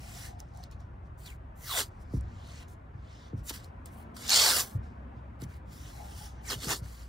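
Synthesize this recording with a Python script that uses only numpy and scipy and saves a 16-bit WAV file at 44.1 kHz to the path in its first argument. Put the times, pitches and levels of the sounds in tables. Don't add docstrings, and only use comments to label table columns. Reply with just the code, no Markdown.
import sys
import numpy as np
from scipy import signal
from scipy.fft import rfft, irfft, next_fast_len
from scipy.io import wavfile
from scipy.ndimage import uniform_filter1d

SR = 44100
rng = np.random.default_rng(int(sys.argv[2]) if len(sys.argv) > 2 else 0)


def transcribe(u):
    v = np.clip(np.atleast_2d(u).T, -1, 1)
    q = np.round(v * 32767).astype(np.int16)
    wavfile.write(sys.argv[1], SR, q)


N = 312228


def tape_pull(curve, strip_row):
    # frequency in Hz, density in dB.
    paper = [(150, -51), (250, -13.5), (547, -9), (971, -7.5), (1120, -7), (1700, -8), (2490, -9),
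             (4650, -7.5), (16000, -5.5)]
    glide_s, settled_s, from_hz, to_hz, mode_db, ring_from, ring_to, paper_db, top_from, top_to = strip_row
    t = np.arange(curve[0][0], curve[-1][0], 1 / SR)
    treble_db, low_db = columns(curve, t)
    peeled = np.clip((t - glide_s) / (settled_s - glide_s), 0, 1)
    slack_db = treble_db.max() - treble_db
    tension = np.clip(1.5 - slack_db / 23, 0, 1)
    wake = np.clip(1 + (t - glide_s) / .015, .3, 1)
    strip_hz = from_hz * (to_hz / from_hz) ** peeled
    strip_db = np.maximum(mode_db - 2 * peeled, 0)
    ring_hz = ring_from * (ring_to / ring_from) ** peeled
    ring_db = (paper_db - 2 * peeled) * tension * wake
    top_db = top_from + (top_to - top_from) * peeled + .19 * np.minimum(slack_db, 17)
    controls = strip_hz, strip_db, ring_hz, ring_db, low_db, top_db

    def shape(hz, at):
        strip_hz, strip_db, ring_hz, ring_db, low_db, top_db = (np.interp(at, t, c) for c in controls)
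        lowest = resonance(hz, strip_hz, 40 + .04 * strip_hz)
        third = .4 * resonance(hz, 3.2 * strip_hz, 40 + .46 * strip_hz)
        passband = step(hz, .55 * strip_hz) + .13
        strip = passband + .55 * (gain_of(strip_db) - 1) * (lowest + third)
        ring = 1 + (gain_of(ring_db) - 1) * resonance(hz, ring_hz, .076 * ring_hz)
        tilt_db = (1 - step(hz, 2500)) * low_db + step(hz, 9600) * top_db
        flex_db = 2.92 * patches(len(hz), len(at), wide=2.8, long=24)
        return gain_of(spectrum_db(paper, hz) + tilt_db + flex_db) * strip * ring

    stick_slip = unit_rms(gain_of(1.6 * drift(len(t), size=25)))
    glue = ticks(len(t), per_s=7000, spread_db=2.5, hiss=.54) * stick_slip
    rip = coloured(glue, t[0], shape, size=512)
    zip_tone = gain_of(low_db + strip_db - 22) * wavering_tone(strip_hz, size=150) * (strip_db > 8)
    squeak = gain_of(ring_db - 18) * wavering_tone(ring_hz, size=60) * (ring_db > 8)
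    return t[0], gain_of(treble_db) * (rip + zip_tone + squeak) * signal.windows.tukey(len(t), .05)


def rustle(start, full, fade, end, db, low_db, top_db, ring_hz):
    # frequency in Hz, density in dB.
    spectrum = [(590, -35), (1000, -3), (1070, -2), (1690, 1.5), (2100, 3), (2650, 2), (3800, -1),
                (6040, -1.5), (10900, -8), (14100, -13.5), (16000, -9)]
    t, treble_db = swell(start, full, fade, end, db)

    def shape(hz, at):
        ring = 1 + .47 * resonance(hz, ring_hz, 500)
        sheen_db = top_db + .5 * (np.interp(at, t, treble_db) - db)
        tilt_db = (1 - step(hz, 2800)) * low_db + step(hz, 8500) * sheen_db
        flicker_db = 2.2 * patches(len(hz), len(at), wide=4.5, long=60)
        return gain_of(spectrum_db(spectrum, hz) + tilt_db + flicker_db) * ring

    grains = ticks(len(t), per_s=4000, spread_db=0, hiss=1)
    grains *= unit_rms(gain_of(.63 * drift(len(t), size=200)))
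    return t[0], gain_of(treble_db) * coloured(grains, t[0], shape) * signal.windows.tukey(len(t), .03)


def snap(start, db, ring_hz):
    t, hz = np.arange(1024) / SR, np.fft.rfftfreq(1024, 1 / SR)
    burst = rng.standard_normal(len(t)) * np.exp(-t / .0008)
    colour = .083 * (1 - step(hz, 15000)) + .16 + resonance(hz, ring_hz, .14 * ring_hz)
    sound = irfft(rfft(np.roll(burst, 32)) * step(hz, 2200) * colour)
    return start + .00069 - 32 / SR, gain_of(db) * sound / abs(sound).max()


def panel_knock(start, db, low_hz, top_hz, ring):
    # frequency in Hz, level in dB, seconds to fall 60 dB.
    panel = [(64, -3.5, 0.64), (99, -1.5, 0.44), (126.3, 1, 0.26), (162.1, -8.5, 0.46), (202, -9.5, 0.31),
             (268, -6.5, 0.17), (337, -11, 0.088), (440, -12.5, 0.099), (590, -21.5, 0.043)]
    t, hz = np.arange(16384) / SR, np.fft.rfftfreq(16384, 1 / SR)
    detunes = rng.uniform(.95, 1.04, len(panel))
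    modes = sum(gain_of(mode_db - 60 * t / (t60 * ring)) * np.sin(2 * np.pi * mode_hz * detune * t)
                for (mode_hz, mode_db, t60), detune in zip(panel, detunes))
    reach = step(hz, low_hz) * (1 - step(hz, top_hz))
    travel = np.exp(2j * np.pi * (.007 * hz - .38 * np.sqrt(hz)))
    sound = irfft(rfft(modes) * reach * travel) * np.minimum(t / .0011, 1) * (t < .33)
    return start, gain_of(db) * sound / abs(sound).max()


def rasp(start, full, fade, end, db, hz, width_hz):
    t, level_db = swell(start, full, fade, end, db)
    slow = signal.lfilter(*signal.butter(2, width_hz / 2, fs=SR), rng.standard_normal((2, len(t))))
    band = ((slow[0] + 1j * slow[1]) * np.exp(2j * np.pi * hz * t)).real
    return t[0], gain_of(level_db) * unit_rms(band) * signal.windows.tukey(len(t), .1)


def far_engine():
    # time in seconds, firings per second, stack gain in dB, third order in dB.
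    idle = [(0, 21.4, -56.5, -50.5), (1.5, 21.4, -54.5, -48), (2, 18.2, -50, -62), (3, 20, -63, -53),
            (4.3, 25.7, -61.5, -54.5), (5, 21.6, -78, -45), (6, 21.5, -64, -46.5), (7.08, 19.6, -68, -42)]
    # order, level in dB.
    orders = [(2, 3), (4, -5.5), (5, -3), (6, -4), (7, -15.5)]
    per_s, stack_db, third_db = columns(idle, np.arange(N) / SR)
    phase = 2 * np.pi * np.cumsum(per_s * (1 + .0033 * drift(N, size=9000))) / SR
    stack = sum(gain_of(db + 1.2 * drift(N, size=6000)) * np.cos(k * phase) for k, db in orders)
    return gain_of(stack_db) * stack + gain_of(third_db + .55 * drift(N, size=5000)) * np.cos(3 * phase)


def outdoor_rumble():
    # time in seconds, bass gain in dB, middle gain in dB.
    swells = [(0.0, -20, -17.5), (0.4, -20, -18), (1.77, -25, -17), (2.25, -16.5, -15.5), (2.7, -23, -17),
              (3.3, -22, -17), (4.3, -21.5, -12), (4.8, -22, -14), (5.8, -19, -16.5), (6.68, -21.5, -15.5),
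              (7.08, -25.5, -19.5)]
    # frequency in Hz, density in dB.
    rumble = [(12, -70.5), (20, -34.5), (46, -9), (70, 2), (168, -14), (228, -18), (399, -28), (459, -29.5),
              (542, -26.5), (1000, -26), (1260, -31.5), (1440, -32.5), (2260, -41.5), (4670, -62.5),
              (16000, -77.5)]
    hz, t, noise = signal.stft(rng.standard_normal(N), SR, nperseg=2048, noverlap=1536)
    bass_db, middle_db = columns(swells, t)
    middle = step(hz, 230)[:, None]
    level_db = (1 - middle) * bass_db + middle * middle_db + .23 * patches(*noise.shape, wide=27, long=54)
    noise *= gain_of(spectrum_db(rumble, hz)[:, None] + level_db)
    return signal.istft(noise, SR, nperseg=2048, noverlap=1536)[1][:N]


def microphone(x, ports, frame):
    spectra = signal.stft(x, nperseg=frame)[2]
    scattered = signal.istft(spectra * np.exp(2j * np.pi * rng.random(spectra.shape)), nperseg=frame)[1][:N]
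    scattered *= np.std(x) / np.std(scattered)
    size = next_fast_len(N + SR)
    likeness, lead, balance_db = columns(ports, np.fft.rfftfreq(size, 1 / SR))
    left = rfft(x, size)
    right = np.exp(-1j * lead) * (likeness * left + np.sqrt(1 - likeness ** 2) * rfft(scattered, size))
    return irfft(np.array([left * gain_of(balance_db / 2), right * gain_of(-balance_db / 2)]), size)[:, :N]


def ticks(count, per_s, spread_db, hiss):
    fires = rng.random(count) < per_s / SR
    size = gain_of(spread_db * np.minimum(rng.exponential(1, count), 3.2))
    sign, noise = rng.standard_normal((2, count))
    return unit_rms(unit_rms(fires * np.sign(sign) * size) + hiss * noise)


def coloured(x, start, shape, size=256):
    hz, t, spectra = signal.stft(x, SR, nperseg=size, noverlap=3 * size // 4)
    gain = shape(hz[:, None], t + start)
    treble = (hz > 3000) & (hz < 9000)
    gain /= np.sqrt((gain[treble] ** 2).sum(0) / len(hz))
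    return signal.istft(spectra * gain, SR, nperseg=size, noverlap=3 * size // 4)[1][:len(x)]


def wavering_tone(hz, size):
    strength = gain_of(.94 * drift(len(hz), size))
    return strength * np.cos(2 * np.pi * np.cumsum(hz * (1 + .018 * drift(len(hz), size))) / SR)


def swell(start, full, fade, end, db):
    t = np.arange(max(start, 0), end, 1 / SR)
    rise = np.clip((full - t) / (full - start), 0, 1)
    fall = np.clip((t - fade) / (end - fade), 0, 1)
    return t, db - 22.5 * rise ** .93 - 24.5 * fall ** .88


def patches(bins, frames, wide, long):
    field = uniform_filter1d(rng.standard_normal((bins, frames)), int(wide), axis=0)
    return unit_rms(uniform_filter1d(field, int(long), axis=1))


def drift(count, size):
    return unit_rms(uniform_filter1d(uniform_filter1d(rng.standard_normal(count), size), size))


def resonance(hz, centre_hz, half_width_hz):
    return 1 / (1 + ((hz - centre_hz) / half_width_hz) ** 2)


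def step(hz, corner_hz):
    return 1 / (1 + (corner_hz / (hz + 1)) ** 6)


def gain_of(db):
    return 10 ** (np.asarray(db) / 20)


def unit_rms(x):
    return x / np.sqrt(np.mean(x ** 2) + 1e-20)


def spectrum_db(points, hz):
    point_hz, db = np.transpose(points)
    return np.interp(np.log(hz + 1), np.log(point_hz + 1), db)


def columns(rows, at):
    knots, *values = np.transpose(rows)
    return [np.interp(at, knots, v) for v in values]


def add(mix, start, sound):
    part = mix[round(start * SR):][:len(sound)]
    part += sound[:len(part)]


def scene():
    # time in seconds, treble level in dB, low part's gain in dB.
    pulls = [
        [(1.17, -88, -2), (1.184, -67.5, -2), (1.25, -62, 4), (1.263, -49.5, 3.5), (1.29, -56, 5),
         (1.35, -71.5, 10), (1.37, -78, -2)],
        [(1.55, -80, -2), (1.57, -71.5, 0), (1.65, -52, 3), (1.716, -36, 1), (1.738, -38, 0.5),
         (1.776, -30, -2.5), (1.816, -33.5, -3), (1.854, -55, 0), (1.9, -78, -2)],
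        [(3.43, -74, -1), (3.492, -41.5, -3), (3.504, -39, 4), (3.522, -55.5, 7), (3.535, -52, -5)],
        [(4.14, -73, -2), (4.17, -51.5, 5), (4.184, -54.5, -4), (4.284, -40, 0), (4.3, -33, 5)],
        [(4.285, -48, 5), (4.309, -24.5, -3.5), (4.37, -21, -4.5), (4.45, -23.5, -2), (4.53, -28, -1.5),
         (4.606, -30, -1.5), (4.655, -50.5, 1.5), (4.755, -68.5, -8), (4.785, -79.5, -2)],
        [(6.41, -79, 7), (6.464, -51.5, 8.5), (6.504, -34.5, 4), (6.532, -36.5, -0.5), (6.568, -54.5, -2),
         (6.59, -60, -3)],
        [(6.575, -57, -1), (6.645, -38, 1.5), (6.66, -44, -5), (6.698, -35, 5), (6.726, -31, 5),
         (6.748, -40, 0.5), (6.782, -51, -7), (6.81, -65, -1)],
    ]
    # glide start and end in seconds; lowest mode from and to in Hz,
    # its boost in dB; paper ring from and to in Hz, its boost in dB; top gain from and to in dB.
    strips = [ (1.254, 1.318, 2500, 2050, 10, 4400, 2328, 15, -3.5, -9),
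              (1.655, 1.82, 2016, 385, 15, 4220, 3060, 8.8, -1, -12),
              (3.495, 3.518, 2200, 420, 8, 6700, 3240, 4.42, -4, -12.5),
              (4.167, 4.28, 1475, 1000, -0.5, 4900, 3500, 4.3, -12, -20),
              (4.308, 4.6, 740, 470, 6, 4220, 5370, 6.9, -20.5, -5.5),
              (6.47, 6.532, 2300, 937, 9, 8080, 3010, 9.5, -11.5, -11.5),
              (6.614, 6.698, 2100, 1154, 7.5, 3500, 6850, 5, -17.5, -11)]
    # start, full, fade
    # and end in seconds; treble level, low gain and top gain in dB; ring in Hz.
    rustles = [(-.3, 0.168, .27, .36, -51.5, 0, 4, 5100), (0.248, .36, .6, 1.0, -77, -1, -12, 5300),
               (0.381, 0.392, .406, .46, -64.5, -1, 3, 5400), (.53, .55, .62, .64, -68, -8, -2, 5800),
               (0.619, 0.632, .64, .69, -59.5, -2, -6, 4730), (.695, 0.721, .725, .78, -63, -6, -4, 6100),
               (0.781, 0.8, .815, .9, -71, 0, -9, 5760), (1.02, 1.056, 1.075, 1.12, -80, -8, -8, 6500),
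               (1.801, 1.88, 2.2, 2.3, -78.5, -7, -8, 4500), (1.96, 2.01, 2.03, 2.07, -72, -12, 4, 5000),
               (2.07, 2.14, 2.175, 2.23, -63.5, -15, 4, 5200),
               (2.156, 2.504, 2.63, 2.68, -58.5, 2, -6.5, 4050),
               (2.666, 2.684, 2.735, 2.775, -69, -10, 9, 6600),
               (2.931, 3.11, 3.28, 3.36, -64, -1.5, -14.5, 3800),
               (3.346, 3.379, 3.4, 3.46, -68.5, -2, 1.5, 5800),
               (3.51, 3.54, 3.56, 3.66, -48.5, -2, 4.5, 4770),
               (3.603, 3.636, 3.655, 3.72, -65, -6, 5, 4400),
               (3.853, 3.859, 3.862, 3.92, -57.5, -3, 9, 5620),
               (3.855, 3.932, 4.03, 4.08, -69.5, 2, 12.5, 4230),
               (4.801, 4.834, 4.87, 5.05, -72.5, -2.5, -12, 4770),
               (5.121, 5.17, 5.2, 5.25, -81, 1.5, -16, 3600),
               (5.388, 5.413, 5.44, 5.475, -60.5, 7, 14.5, 4590),
               (5.438, 5.495, 5.57, 5.62, -69.5, 9.5, 7.5, 5040),
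               (5.65, 5.727, 6.27, 6.35, -60, -0.5, 4.5, 5450),
               (5.761, 5.86, 5.9, 5.99, -60, -3.5, -2, 4800),
               (6.031, 6.189, 6.27, 6.38, -55, -6.5, 2.5, 5600),
               (6.3, 6.36, 6.43, 6.47, -71.5, 4, -17, 3700), (4.9, 5.001, 5.3, 5.4, -93.5, 3, -18, 3600),
               (6.778, 6.843, 7.03, 7.2, -61, -1, 3, 4850)]
    # start in seconds, peak in dB, ring in Hz.
    snaps = [(0.4022, -31, 5700), (0.5376, -53, 5170), (0.5732, -45, 5970), (0.6378, -33.5, 4200),
             (0.7127, -48, 6100), (0.8045, -54, 6170), (1.261, -45.5, 4190), (2.1814, -58, 4800),
             (2.2088, -46.5, 8000), (2.4743, -48, 3400), (2.6832, -48.5, 6440), (3.495, -20, 5900),
             (3.6442, -40.5, 4550), (3.858, -33, 9200), (4.1671, -33, 4700), (4.2791, -22.5, 6030),
             (4.2854, -27.5, 3985), (4.2938, -9, 6060), (4.303, -11, 4200), (4.344, -15.5, 4280),
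             (5.401, -55, 5450), (5.4185, -34, 4170), (5.4381, -37.5, 6060), (6.504, -29.5, 4300),
             (6.728, -23.5, 7000)]
    # start in seconds, peak in dB, lowest and highest pitch reached in Hz, ring time factor.
    knocks = [(2.136, -21, 40.2, 593, 0.72), (2.17, -28, 40.4, 296, 0.52), (2.943, -37.5, 69, 221, 0.765),
              (3.331, -27, 69.7, 604, 0.55), (3.373, -30, 39.25, 164.5, 0.46), (3.507, -36, 254, 701, 0.38),
              (4.744, -22.5, 73.3, 160, 0.46), (5.421, -31.5, 90.5, 606, 0.67),
              (6.555, -34.5, 81, 201, 0.396), (6.666, -30.5, 91, 301, 0.35), (6.812, -30, 70.5, 171, 0.4)]
    # start, full, fade and end in seconds,
    # level in dB, pitch in Hz.
    drumming = [(6.466, 6.515, 6.535, 6.62, -44.5, 351.6), (6.59, 6.658, 6.74, 6.81, -43.5, 349.7)]
    hollow_rasps = [(-.1, 0.036, .43, .5, -55.5, 755), (0.457, .55, .6, .7, -54, 760),
                    (.7, 0.797, .83, .87, -60.5, 700), (5.878, 6.01, 6.05, 6.2, -47, 785),
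                    (6.136, 6.223, 6.26, 6.38, -53, 824), (6.334, 6.41, 6.45, 6.49, -58, 792)]
    drone = (3.5, 4.0, 5.05, 6, -56.5, 223)
    # frequency in Hz, likeness from 0 to 1,
    # left lead in radians, left over right in dB.
    near_ports = [(90, .99, 0, .3), (350, .95, .1, 0), (520, .9, .7, .5), (700, .75, 1, 6),
                  (860, .85, 0, 3.5), (1100, .87, .6, -2), (1400, .85, 0, -.5), (2000, .7, -1.1, -2),
                  (2300, .75, -2.7, 2.5), (2550, .85, -3.4, 1.5), (2900, .7, -4.8, -1),
                  (3300, .72, -5.4, -2), (4000, .9, -6.2, -1.5), (4500, .95, -6.3, 0),
                  (5500, .78, -6.5, -2), (6500, .55, -6.8, -1), (8000, .95, -6.3, -.3), (12000, 1, -6.3, 0),
                  (15400, .82, -6.4, 0)]
    far_ports = [(60, .99, 0, .4), (170, .96, 0, .5), (350, .75, .2, 0), (520, .3, 1.4, 0),
                 (860, .55, 3.2, 3), (1400, .4, 4.9, .7), (2000, .15, 4.8, 1), (2600, .25, 7.6, 3),
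                 (3800, .57, 6.1, -1.4), (6500, .6, 6.3, -3.5), (10000, .9, 6.3, -2)]
    near, far = np.zeros(N), outdoor_rumble() + far_engine()
    for curve, strip_row in zip(pulls, strips):
        add(near, *tape_pull(curve, strip_row))
    for source, rows in (rustle, rustles), (snap, snaps), (panel_knock, knocks):
        for row in rows:
            add(near, *source(*row))
    for row in drumming:
        add(near, *rasp(*row, width_hz=360))
    for row in hollow_rasps:
        add(far, *rasp(*row, width_hz=140))
    add(far, *rasp(*drone, width_hz=45))
    return microphone(near, near_ports, frame=384) + microphone(far, far_ports, frame=2048)


def record(dry):
    cut = signal.sosfilt(signal.butter(6, 38, "high", fs=SR, output="sos"), dry)
    return signal.oaconvolve(cut, signal.firwin(511, 15750, window=("kaiser", 9), fs=SR)[None], "same")


dry = scene()
out = record(dry)
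transcribe(out)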